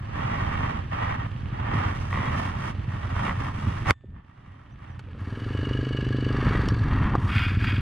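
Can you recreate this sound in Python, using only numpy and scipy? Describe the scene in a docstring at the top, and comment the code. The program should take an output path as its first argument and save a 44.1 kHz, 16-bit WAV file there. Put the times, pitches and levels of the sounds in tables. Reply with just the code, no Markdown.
"""A single-cylinder quad thuds at idle under a rustling jacket, heard from a stereo camera worn by the
rider on a forest trail; other engines rumble nearby. Cloth, straps and zips rub and tap the camera's
case, until a hard knock overloads it and its gain control ducks, then recovers. The quad revs, pulls
away, eases off and picks up again, each firing thumping the silencer and cracking the tailpipe.
The tyres rumble, the bodywork clunks and a nylon sleeve sweeps past."""
import sys
import numpy as np
from scipy import signal
from scipy.fft import rfft, irfft
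from scipy.io import wavfile
from scipy.ndimage import uniform_filter1d, minimum_filter1d, map_coordinates

SR = 44100
rng = np.random.default_rng(int(sys.argv[2]) if len(sys.argv) > 2 else 0)


def waveform_to_disk(signal):
    """Save audio, clipped to [-1, 1], as 16-bit WAV at the path in sys.argv[1]."""
    frames = np.transpose(np.atleast_2d(signal))
    scaled = np.clip(frames, -1, 1) * 32767
    samples = np.round(scaled).astype(np.int16)
    wavfile.write(sys.argv[1], SR, samples)


N = 344406
TIME = np.arange(N) / SR
HZ = np.fft.rfftfreq(N, 1 / SR)


def gain_of(db):
    """Decibels to amplitude."""
    return 10 ** (np.asarray(db) / 20)


def unit_rms(x):
    """Scales to rms 1."""
    return x / np.sqrt(np.mean(x ** 2) + 1e-20)


def curve(rows):
    """Joins rows of (time_s, value) by straight lines."""
    return np.interp(TIME, *np.transpose(rows))


def stroke(start, rise, hold, fall, db):
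    """Gain that swells, holds and dies away; times in seconds."""
    return gain_of(db) * np.interp(TIME, start + np.cumsum([0, rise, hold, fall]), [0, 1, 1, 0])


def colour(x, spectrum):
    """Filters by an outline of (freq_hz, level_db); rms 1."""
    hz, db = np.transpose(spectrum)
    outline_db = np.interp(np.log(HZ + 1), np.log(hz), db)
    return unit_rms(irfft(rfft(x) * gain_of(outline_db), N))


def ring(x, modes, order=1):
    """Passes x through parallel resonances, with steeper skirts at a higher order; rms 1."""
    body = sum(gain_of(db) * (1j * HZ * width / (hz ** 2 - HZ ** 2 + 1j * HZ * width)) ** order
               for hz, width, db in modes)
    return unit_rms(irfft(rfft(x) * body, N))


def cut(x, hz, kind, order=2):
    """Butterworth low- or high-pass."""
    return signal.sosfilt(signal.butter(order, hz, kind, fs=SR, output="sos"), x)


def wander(hz):
    """Random drift of rms 1, up to the given rate."""
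    return unit_rms(irfft(rfft(rng.standard_normal(N)) / (1 + (HZ / hz) ** 4), N))


def waver(x, share, hz):
    """Lets all the resonances in x drift up and down together by a small share."""
    drift = cut(share * wander(hz), 1, "high", order=1)
    return map_coordinates(x, [np.cumsum(1 + drift)], order=3, mode="reflect")


def panned(x, db):
    """Places a sound by its left-minus-right level."""
    return x * gain_of([[db / 2], [-db / 2]])


def add(mix, start_s, sound):
    """Mixes a sound in at start_s."""
    part = mix[..., round(start_s * SR):][..., :sound.shape[-1]]
    part += sound[..., :part.shape[-1]]


def firings(cycles, uneven_db, jitter_s):
    """One click per engine cycle, each a little different in strength and timing."""
    at = np.flatnonzero(np.diff(np.floor(cycles)))
    size, delay = rng.standard_normal((len(at), 2)).T
    shift = (delay * np.broadcast_to(jitter_s, N)[at] * SR).astype(int)
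    clicks = np.zeros(N)
    clicks[np.clip(at + shift, 0, N - 1)] = gain_of(size * np.broadcast_to(uneven_db, N)[at])
    return clicks


def weave(snaps_per_s, spread_db, hiss):
    """Threads catch and let go: sparse snaps of uneven size over a smooth hiss."""
    size = gain_of(spread_db * np.minimum(rng.exponential(1, N), 4))
    snaps = size * rng.choice([-1, 1], N) * (rng.random(N) < snaps_per_s / SR)
    return unit_rms(snaps) + hiss * rng.standard_normal(N)


def thock(db, hz, t60, grit):
    """One damped mode with gritty contact noise."""
    t = TIME[:SR // 5]
    noise = unit_rms(cut(rng.standard_normal(len(t)), 0.53 * hz, "low"))
    return gain_of(db - 60 * t / t60) * ((1 - grit) * np.sin(2 * np.pi * hz * t) + grit * noise / 2)


def blow(db, modes):
    """Rings all the modes of a part, building up over a quarter cycle of the lowest."""
    sound = sum(thock(db + mode_db, hz, t60, grit) for hz, mode_db, t60, grit in modes)
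    contact_s = .25 / modes[0][0]
    return sound * (1 - np.exp(-(TIME[:len(sound)] / contact_s) ** 2))


def blows(events, modes):
    """Strikes one part, right of centre, at each (start_s, level_db)."""
    out = np.zeros(N)
    for start_s, db in events:
        add(out, start_s, blow(db, modes))
    return panned(out, -6)


# The engine, just below the camera: time_s, firings_per_s
ENGINE_SPEED = [(0, 11.837), (5.0, 11.837), (5.15, 13.188), (5.3, 19.789), (5.45, 22.625), (5.6, 24.859),
                (5.85, 25.414), (6.3, 25.007), (6.7, 23.241), (7.0, 18.857), (7.18, 15.842), (7.38, 18.647),
                (7.82, 19.239)]
# The rider's thumb on the throttle: time_s, open_share
THROTTLE = [(5.08, 0), (5.2, 0.72), (5.3, 0.85), (5.6, 0.87), (6.3, 1), (6.68, 0.97), (6.95, 0.41),
            (7.25, 0.37), (7.55, 0.76)]
# Ground speed along the trail: time_s, speed_share
GROUND_SPEED = [(5.5, 0), (6.25, 0.17), (6.45, 0.85), (7.0, 0.75), (7.2, 0.35), (7.8, 0.55)]

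def quad():
    """One cylinder's firings, gas flow and rattle drive the exhaust, casing, intake and belt."""
    rate, throttle, roll = curve(ENGINE_SPEED), curve(THROTTLE), curve(GROUND_SPEED)
    idling = np.clip(rate[0] + 1 - rate, 0, 1)
    load = np.clip((rate - 13) / 4, 0, 1)
    bite = np.clip((rate - 17.5) / (24 - 17.5), 0, 1)  # the exhaust sharpens at high revs
    cycles = np.cumsum(rate) / SR + .05 * idling * wander(1.5)  # the idle hunts a little
    phase = cycles % 1
    uneven_db = 2.6 * (1 - load) + .6 * load  # combustion steadies when the engine pulls
    jitter_s = .0018 * (1 - load) + .0001 * load
    clicks = firings(cycles, uneven_db, jitter_s) / np.sqrt(rate)
    gas = rng.standard_normal(N) * (0.48 + np.exp(-phase / 0.59))  # turbulent outflow after each firing
    slap = 2.6 * np.exp(-((phase - .6) / .1) ** 2)  # the piston hits the casing once a cycle
    valves = .8 * np.exp(-phase / .2)
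    rattle = rng.standard_normal(N) * (1 + slap + valves) * gain_of(wander(58))
    boom = gain_of(2.5 * roll) * silencer(clicks, gas, cycles, rate, load, bite)
    whirr = gain_of(4.5 * roll) * casing(rattle, slap, rate, throttle)
    bark = (1 - idling) * tailpipe(clicks, gas, throttle, load, bite)
    return boom + whirr + bark + intake(gas, phase) + belt(rattle)


# The silencer's resonances, heard from the seat: pitch_hz, width_hz, level_db
SILENCER_MODES = [(50.3, 9, -2.5), (95.4, 8.4, 6.5), (110.9, 8.8, 2), (125.2, 3.5, 5), (190.8, 22, -12.5)]
# Its boom, strongest at middle revs: firings_per_s, level_db
BOOM_BY_SPEED = [(12, -33.5), (16, -29), (19, -28.5), (21.5, -29), (25, -31)]
# Its drone under load: engine_order, low_revs_gain, high_revs_gain
DRONE_ORDERS = [(5, .6, .8), (6, .65, 0)]

def silencer(clicks, gas, cycles, rate, load, bite):
    """Firings thump the silencer, gas flutters through it, and under load it drones."""
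    lope = 1 + .45 * load * (1 - bite) * np.cos(np.pi * cycles)  # every other firing is weaker
    thud = unit_rms(cut(ring(clicks * lope, SILENCER_MODES), 200, "low", order=4))
    flutter = unit_rms(cut(ring(gas, SILENCER_MODES), 280, "low", order=3)) * (.35 - .22 * load)
    drone = sum((low + (high - low) * bite) * np.sin(2 * np.pi * order * cycles)
                for order, low, high in DRONE_ORDERS)
    boom_db = np.interp(rate, *np.transpose(BOOM_BY_SPEED))
    return gain_of(boom_db) * unit_rms(thud + flutter + load * lope * drone)


# The engine casing under the rider, and its brightest panels: pitch_hz, width_hz, level_db
CASING_MODES = [(1240, 425, -2), (1636, 120, 5), (2700, 240, -6.5), (3460, 450, -10.5), (3940, 180, -9.5),
                (4480, 450, -9), (5690, 450, -25), (6600, 290, -25), (7800, 800, -28), (10800, 1100, -46)]
PANEL_MODES = [(1670, 120, 0), (2235, 65, -6), (5780, 160, -25)]

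def casing(rattle, slap, rate, throttle):
    """The casing whirrs, louder with revs and throttle; piston slap ticks in its panels."""
    ticking = gain_of(0.5) * ring(rng.standard_normal(N) * (.9 + slap), PANEL_MODES, order=2)
    whirr_db = -58.5 + 7 * np.log2(rate / rate[0]) + 7.5 * throttle
    return gain_of(whirr_db) * unit_rms(ring(rattle, CASING_MODES, order=2) + ticking)


# Other engines, nearby in the forest: firings_per_s, level_db, left_minus_right_db
OTHER_ENGINES = [(21.42, -39, -18), (31.52, -39.5, 2.5)]
# Their colour through the trees: freq_hz, level_db
FOREST_SPECTRUM = [(15, -22.5), (45, -0.5), (95, 9.5), (160, -7), (280, -12), (450, -22.5), (1200, -31.5),
                   (3000, -28.5), (8000, -74.5), (15000, -84.5)]

def other_engines():
    """Other engines tick over; the trees smear their pulses."""
    out = np.zeros((2, N))
    tail = np.exp(-TIME[:SR // 4] / 0.036)
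    for rate, db, pan_db in OTHER_ENGINES:
        cycles = np.cumsum(rate * (1 + .015 * wander(2))) / SR
        clicks = firings(cycles, uneven_db=3.0, jitter_s=0.00092)
        scatter = rng.standard_normal(N) * np.sqrt(abs(signal.fftconvolve(clicks, tail)[:N]))
        pulses = unit_rms(clicks) + 1.3 * unit_rms(scatter)
        out += panned(gain_of(db) * colour(pulses, FOREST_SPECTRUM), pan_db)
    return out


# Rubbing that both microphones share, and that shakes them in opposition: freq_hz, level_db
RUB_COMMON = [(30, 6), (120, 14.5), (230, 9), (340, 0.5), (480, -5.5), (700, -6), (1150, 0), (1500, -3),
              (1900, -6), (3300, -24), (4200, -33), (7500, -46.5), (9500, -42), (15000, -84.5)]
RUB_OPPOSED = [(180, -58.5), (300, -17.5), (482, -12), (606, -6), (928, 0.5), (1250, -12), (1470, -12.5),
               (1880, -13), (2280, -20), (2920, -19.5), (3920, -36), (5530, -37.5), (7300, -50),
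               (10300, -55), (15000, -82.5)]
# The camera's case, around the microphones: pitch_hz, width_hz, level_db
CAMERA_MODES = [(584, 77, -6.5), (1180, 370, 1), (1850, 150, 0.5), (2215, 140, -6.5), (2730, 177, -10.5),
                (3210, 77, -10.5), (3587, 164, -18)]
# The jacket, right on the camera:
# start_s, rise_s, hold_s, fall_s, level_db, extra_bass_db, extra_treble_db
JACKET_RUBS = [(0.066, 0.15, 0.5, 0.15, -32.5, 0.5, 4), (0.904, 0.027, 0.22, 0.028, -31.5, -3.5, 1.5),
               (1.155, 0.025, 0.082, 0.012, -36.5, 1, 0.5), (1.473, 0.33, .02, 0.19, -29, 1.5, 0),
               (1.726, 0.02, 0.41, 0.051, -40, 0.5, 14), (2.12, 0.03, 0.18, 0.43, -31.5, 1.5, 6.5),
               (2.345, 0.027, 0.05, 0.15, -37, 0, 16), (2.53, 0.099, 0.07, 0.031, -34.5, 0, 12),
               (2.81, 0.14, 0.11, 0.069, -40.5, -1, 9), (3.043, 0.19, 0.05, 0.074, -29.5, -1, 8),
               (3.298, 0.14, 0.048, 0.04, -34, 2.5, 10), (3.498, 0.063, 0.23, 0.14, -38, 4.5, 12),
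               (3.851, 0.052, 0.016, 0.026, -21.5, -2.5, 11.5), (4.103, 0.065, 0.027, 0.06, -34.5, 0, -8),
               (4.224, 0.04, 0.31, 0.36, -38.5, 3, 7.5), (4.768, 0.058, 0.075, 0.12, -37, -18, 6.5),
               (5.185, 0.011, 0.34, 0.44, -42.5, -6, 13), (6.202, 0.29, .07, 0.26, -30, 0.5, 3),
               (6.73, 0.28, 0.053, 0.17, -30, 6.5, -2), (7.167, 0.028, 0.091, 0.22, -38.5, 6, 13)]

def jacket():
    """Cloth drags on the camera's case, which rings and shakes the two microphones."""
    slips = np.cumsum(75 * gain_of(3.0 * wander(40))) / SR
    catch = (1.34 + np.exp(-(slips % 1) / 0.32)) * gain_of(0.98 * wander(31))  # grips, then lets go
    common = gain_of(-0.13) * colour(catch * weave(1800, 1.9, 0.98), RUB_COMMON)
    case = ring(catch * weave(500, 2.4, 0.49), CAMERA_MODES, order=2)
    common += gain_of(-6) * waver(case, share=.022, hz=6)  # the cloth's pressure shifts the resonances
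    opposed = gain_of(7.5) * colour(catch * weave(1700, 0.78, 1.0), RUB_OPPOSED)
    cloth = panned(np.array([common + opposed, common - opposed]), -1.8)
    bass = cut(cloth, 425, "low", order=3)
    body = cut(cut(cloth, 400, "high", order=3), 4100, "low", order=4)
    fizz = cut(cloth, 5150, "high", order=4)
    bass_power, body_power, fizz_power = gain_of([-43.5, -47.5, -37.5]) ** 2  # faint stir between rubs
    for *shape, bass_db, treble_db in JACKET_RUBS:
        drag = stroke(*shape)
        bass_power += (gain_of(bass_db) * drag) ** 2
        body_power += drag ** 2
        fizz_power += (gain_of(treble_db) * drag) ** 2
    return np.sqrt(bass_power) * bass + np.sqrt(body_power) * body + np.sqrt(fizz_power) * fizz


# A strap creaking at the camera: start_s, end_s, slips_per_s, first_db, last_db
STRAP_SLIPS = [(.3, .42, 58, -26, -24), (.632, .66, 75, -24, -24), (1.094, 1.135, 68, -25, -25),
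               (1.72, 1.8, 62, -24, -23), (2.128, 2.34, 66, -16, -29), (3.266, 3.315, 70, -18.5, -17),
               (3.86, 3.9, 145, -22, -23)]
# The case after each slip: pitch_hz, level_db, t60_s, grit_share
SLIP_MODES = [(1100, 1, .016, .25), (1950, -1, .016, .35)]

def strap():
    """A strap sticks and slips in quick runs; each slip rings the case."""
    out = np.zeros(N)
    for start, end, rate, first_db, last_db in STRAP_SLIPS:
        for slip_s in np.arange(start, end, 1 / rate):
            db = np.interp(slip_s, [start, end], [first_db, last_db]) + rng.standard_normal()
            jitter_s = .01 * (slip_s - start) * rng.standard_normal()
            add(out, slip_s + jitter_s, blow(db, SLIP_MODES))
    return panned(out, -2.5)


# Taps right beside the microphones: start_s, level_db
ZIP_TAPS = [(0.607, -13), (1.064, -25), (2.616, -25), (3.049, -19), (3.165, -14), (3.195, -14),
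            (3.427, -22), (3.668, -19), (3.898, -14)]
# The tapped case: pitch_hz, level_db, t60_s, grit_share
TAP_MODES = [(1140, 0.0021, 0.0089, 0.47)]

def zips():
    """Zips and straps tap the case, which rings very briefly."""
    return blows(ZIP_TAPS, TAP_MODES)


# The rider against the camera: start_s, level_db
BODY_BUMPS = [(.672, -19), (1.774, -21), (2.305, -20), (3.166, -15), (3.671, -8.5)]
# The thump: pitch_hz, level_db, t60_s, grit_share
BUMP_MODES = [(100, 0, .07, .05), (190, -3, .04, .12), (330, -10, .018, .3)]

def body_bumps():
    """The rider's body bumps the camera with a soft, low thump."""
    return blows(BODY_BUMPS, BUMP_MODES)


# Webbing on the camera mount: start_s, rise_s, hold_s, fall_s, level_db, pitch_hz
HARNESS_DRAGS = [(3.42, 0.033, 0.049, 0.017, -39, 1078), (6.78, 0.17, .13, 0.043, -45, 1075),
                 (7.121, 0.017, 0.0099, 0.0085, -35, 955), (7.15, 0.097, 0.086, 0.033, -41, 1049)]

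def harness():
    """Dragging webbing excites one narrow, hollow resonance that wavers with the pressure."""
    grain = cut(weave(600, 1.4, 0.65) + 1j * weave(540, 2.1, 0.26), 110, "low")
    bent_time = np.cumsum(1 + 0.055 * wander(14.05)) / SR
    return sum(stroke(*shape) * unit_rms((grain * np.exp(2j * np.pi * hz * bent_time)).real)
               for *shape, hz in HARNESS_DRAGS)


# A buckle close to the camera: pitch_hz, level_db, t60_s
BUCKLE_MODES = [(1793, -39.5, 1), (3467, -53, .8), (3553, -47, .7), (6799, -62, .85), (7752, -63, .9)]

def hard_knock(start_s=3.9078, db=24.8):
    """A hard strike cracks and thumps the camera's case and sets a buckle ringing."""
    strike = np.array([thock(db, hz, t60=.0038, grit=.35) for hz in (2050, 1500)])  # left, right
    crack = np.array([thock(db - 14, 4570, t60=.005, grit=.85) for _ in range(2)])
    thump = thock(-9, 79, t60=.14, grit=.05)
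    t = TIME[:SR]
    buckle = sum(gain_of(mode_db - 60 * t / t60) * np.sin(2 * np.pi * hz * t)
                 for hz, mode_db, t60 in BUCKLE_MODES)
    out = np.zeros((2, N))
    add(out, start_s, strike + crack + thump)
    add(out, start_s, panned(buckle, 4))
    return out


# Shaking, as the microphones pick it up: freq_hz, level_db
SHAKE_SPECTRUM = [(12, -28), (35, 5.5), (70, 7.5), (130, 0), (210, -1.5), (330, -17), (600, -29),
                  (2000, -74.5)]

def camera_shake():
    """The camera wobbles on its harness after the knock, then shakes with the rolling tyres."""
    wobble = stroke(start=4.03, rise=.07, hold=.06, fall=.08, db=-20.5)
    tyres = gain_of(-23) * curve(GROUND_SPEED)
    lumps = rng.standard_normal(N) * gain_of(2.0 * wander(25))
    return (wobble + tyres) * colour(lumps, SHAKE_SPECTRUM)


# The mount that holds the camera: pitch_hz, level_db, t60_s, grit_share
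MOUNT_MODES = [(120, -3, .06, .05), (240, -1, .035, .1), (370, 0, .03, .1), (520, -5, .025, .1)]

def mount():
    """The mount drops back into its seat with a hollow knock."""
    return blows([(4.038, -7)], MOUNT_MODES)


# Faint squeaks, dead centre: start_s, length_s, start_hz, end_hz, level_db
SQUEAKS = [(4.705, .045, 5600, 6400, -58), (4.88, .08, 6250, 5550, -63)]

def squeaks():
    """Two thin, pure glides: one rises, the next falls."""
    out = np.zeros(N)
    for start_s, length_s, start_hz, end_hz, db in SQUEAKS:
        hz = np.linspace(start_hz, end_hz, round(length_s * SR))
        add(out, start_s, gain_of(db) * np.hanning(len(hz)) * np.sin(2 * np.pi * np.cumsum(hz) / SR))
    return out


# The lever, at arm's length: start_s, level_db
LEVER_CLICKS = [(4.993, -20)]
# Its ring: pitch_hz, level_db, t60_s, grit_share
LEVER_MODES = [(1480, -10.5, 0.051, 0.21), (1660, -16, .04, 0.35), (3030, -13, .03, 0.74),
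               (4440, -3.5, 0.032, 0.85)]

def lever():
    """The lever clicks and rings just before the engine revs."""
    return blows(LEVER_CLICKS, LEVER_MODES)


# The air box, heard from the seat: pitch_hz, width_hz, level_db
AIR_BOX_MODES = [(291, 88, 0), (414, 160, -3.5), (1270, 420, -14)]

def intake(gas, phase):
    """The engine gulps air through the air box as the throttle snaps open."""
    gulps = ring(gas * np.exp(-phase / 0.89), AIR_BOX_MODES, order=2)
    return stroke(start=5, rise=.1, hold=.65, fall=1.7, db=-44.5) * gulps


# The tailpipe, behind the rider: pitch_hz, width_hz, level_db
PIPE_MODES = [(230, 20, -1), (252, 18, 3), (277, 16, 1.5), (301, 9.4, 3), (394.4, 26, 3), (470, 39, -4.5)]

def tailpipe(clicks, gas, throttle, load, bite, puff_s=.00062, muffled_hz=300):
    """Each firing pushes and pulls a puff of air that rings the pipe, muffled at low revs."""
    puff_time = TIME[:SR // 50] / puff_s - 4
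    puffs = unit_rms(signal.oaconvolve(clicks, puff_time * np.exp(-puff_time ** 2 / 2))[:N])
    note = unit_rms(puffs + gain_of(1) * ring(puffs, PIPE_MODES))
    gas_share = .5 * (1 - load) + .07 * load
    outflow = (1 - gas_share) * note + gas_share * ring(gas, PIPE_MODES, order=2)
    sharp = unit_rms(cut(outflow, 170, "high"))
    muffled = unit_rms(irfft(rfft(sharp) / (1 + (HZ / muffled_hz) ** 8), N))
    return gain_of(-56 + 22.5 * throttle) * (bite * sharp + (1 - bite) * muffled)


def belt(rattle, pitch_hz=2915, width_hz=130):
    """The drive belt sings one wavering note while it pulls hard."""
    note = waver(ring(rattle, [(pitch_hz, width_hz, 0)], order=2), share=.0078, hz=4.8)
    return stroke(start=5.2, rise=.4, hold=.65, fall=.35, db=-46.5) * note


# A small metal part, close by: start_s, level_db
METAL_PINGS = [(6.686, -21)]
# Its ring: pitch_hz, level_db, t60_s, grit_share
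METAL_MODES = [(1160, -2, .03, .4), (2966, -1, .02, .7), (3700, -11, .03, .5), (4560, -7, .025, .5),
               (5400, -8, .028, .4), (11000, -11, .015, 1)]

def metal_ping():
    """A metal part clicks with a short, bright ring."""
    return blows(METAL_PINGS, METAL_MODES)


# The quad's bodywork, below the camera: start_s, level_db
BODYWORK_CLUNKS = [(7.142, -24), (7.152, -9.5)]
# Its ring: pitch_hz, level_db, t60_s, grit_share
BODYWORK_MODES = [(315, 2.5, 0.014, 0), (441, -3, 0.013, 0.27), (704, -7, 0.031, 0.091),
                  (1165, 3.5, 0.015, 0.12), (1410, -7, 0.03, 0.68), (6500, -26.5, 0.041, 1)]

def bodywork():
    """The plastic bodywork clunks twice in quick succession, lightly and then hard."""
    return blows(BODYWORK_CLUNKS, BODYWORK_MODES)


# A sleeve passing the microphones: start_s, rise_s, hold_s, fall_s, level_db
SLEEVE_SWEEPS = [(7.267, 0.086, 0.087, 0.14, -28.5), (7.535, 0.12, 0.037, 0.16, -33)]
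# The nylon's hiss: freq_hz, level_db
NYLON_SPECTRUM = [(500, -17.5), (1000, -4.5), (1400, 1), (2400, -3), (3400, -13), (4000, -18),
                  (4900, -19.5), (6200, -32), (9000, -35), (13000, -39.5), (15000, -63)]
# The plastic under it: pitch_hz, width_hz, level_db
PLASTIC_MODES = [(1390, 90, -2), (1520, 90, -2), (1900, 130, -4), (2235, 90, 0), (2480, 140, 0),
                 (2780, 200, -6), (3260, 110, -5), (3520, 120, -10), (4760, 260, -18)]

def sleeve():
    """Nylon slides over hard plastic in two strokes: a hiss, and a rasp in the plastic's resonances."""
    hiss = colour(weave(2500, 1.2, 0.59) * gain_of(2.8 * wander(65)), NYLON_SPECTRUM)
    rasp = gain_of(2.5) * ring(weave(1500, 6.8, 0.45), PLASTIC_MODES, order=2)
    return sum(stroke(*sweep) for sweep in SLEEVE_SWEEPS) * unit_rms(hiss + rasp)


def scene():
    """Engines, clothing, clatter and shaking as they reach the camera."""
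    engines = panned(quad(), -1.4) + other_engines()
    clothing = jacket() + strap() + zips() + harness() + sleeve()
    clatter = body_bumps() + hard_knock() + mount() + lever() + metal_ping() + bodywork()
    return engines + clothing + clatter + camera_shake() + squeaks()


# The camera's stereo image, closing as the quad moves off: time_s, width_share
STEREO_WIDTH = [(0, 0.45), (5.0, 0.25), (5.3, 0.01), (7.8, 0)]

def record(dry, threshold_db=-5, max_duck_db=25.5, recovery_db_per_s=14.7, ceiling=.85, top_hz=15500):
    """The camera ducks after an overload and creeps back, narrows the image, limits and trims the top."""
    over_db = 20 * np.log10(abs(dry).max(0) + 1e-9) - threshold_db
    needed_db = np.minimum(over_db, max_duck_db)
    recovery_db = recovery_db_per_s * TIME
    duck_db = np.maximum(np.maximum.accumulate(needed_db + recovery_db) - recovery_db, 0)
    left, right = dry / gain_of(cut(duck_db, 9.9, "low", order=1))
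    mid = (left + right) / 2
    side = (left - right) / 2 * curve(STEREO_WIDTH)
    pair = np.array([mid + side, mid - side])
    limiter_gain = np.minimum(ceiling / (abs(pair).max(0) + 1e-9), 1)
    limited = pair * uniform_filter1d(minimum_filter1d(limiter_gain, size=31), size=31)
    low_pass = signal.firwin(511, top_hz, window=("kaiser", 9), fs=SR)
    return signal.oaconvolve(limited, low_pass[None], "same")


dry = scene()
out = record(dry)
waveform_to_disk(out)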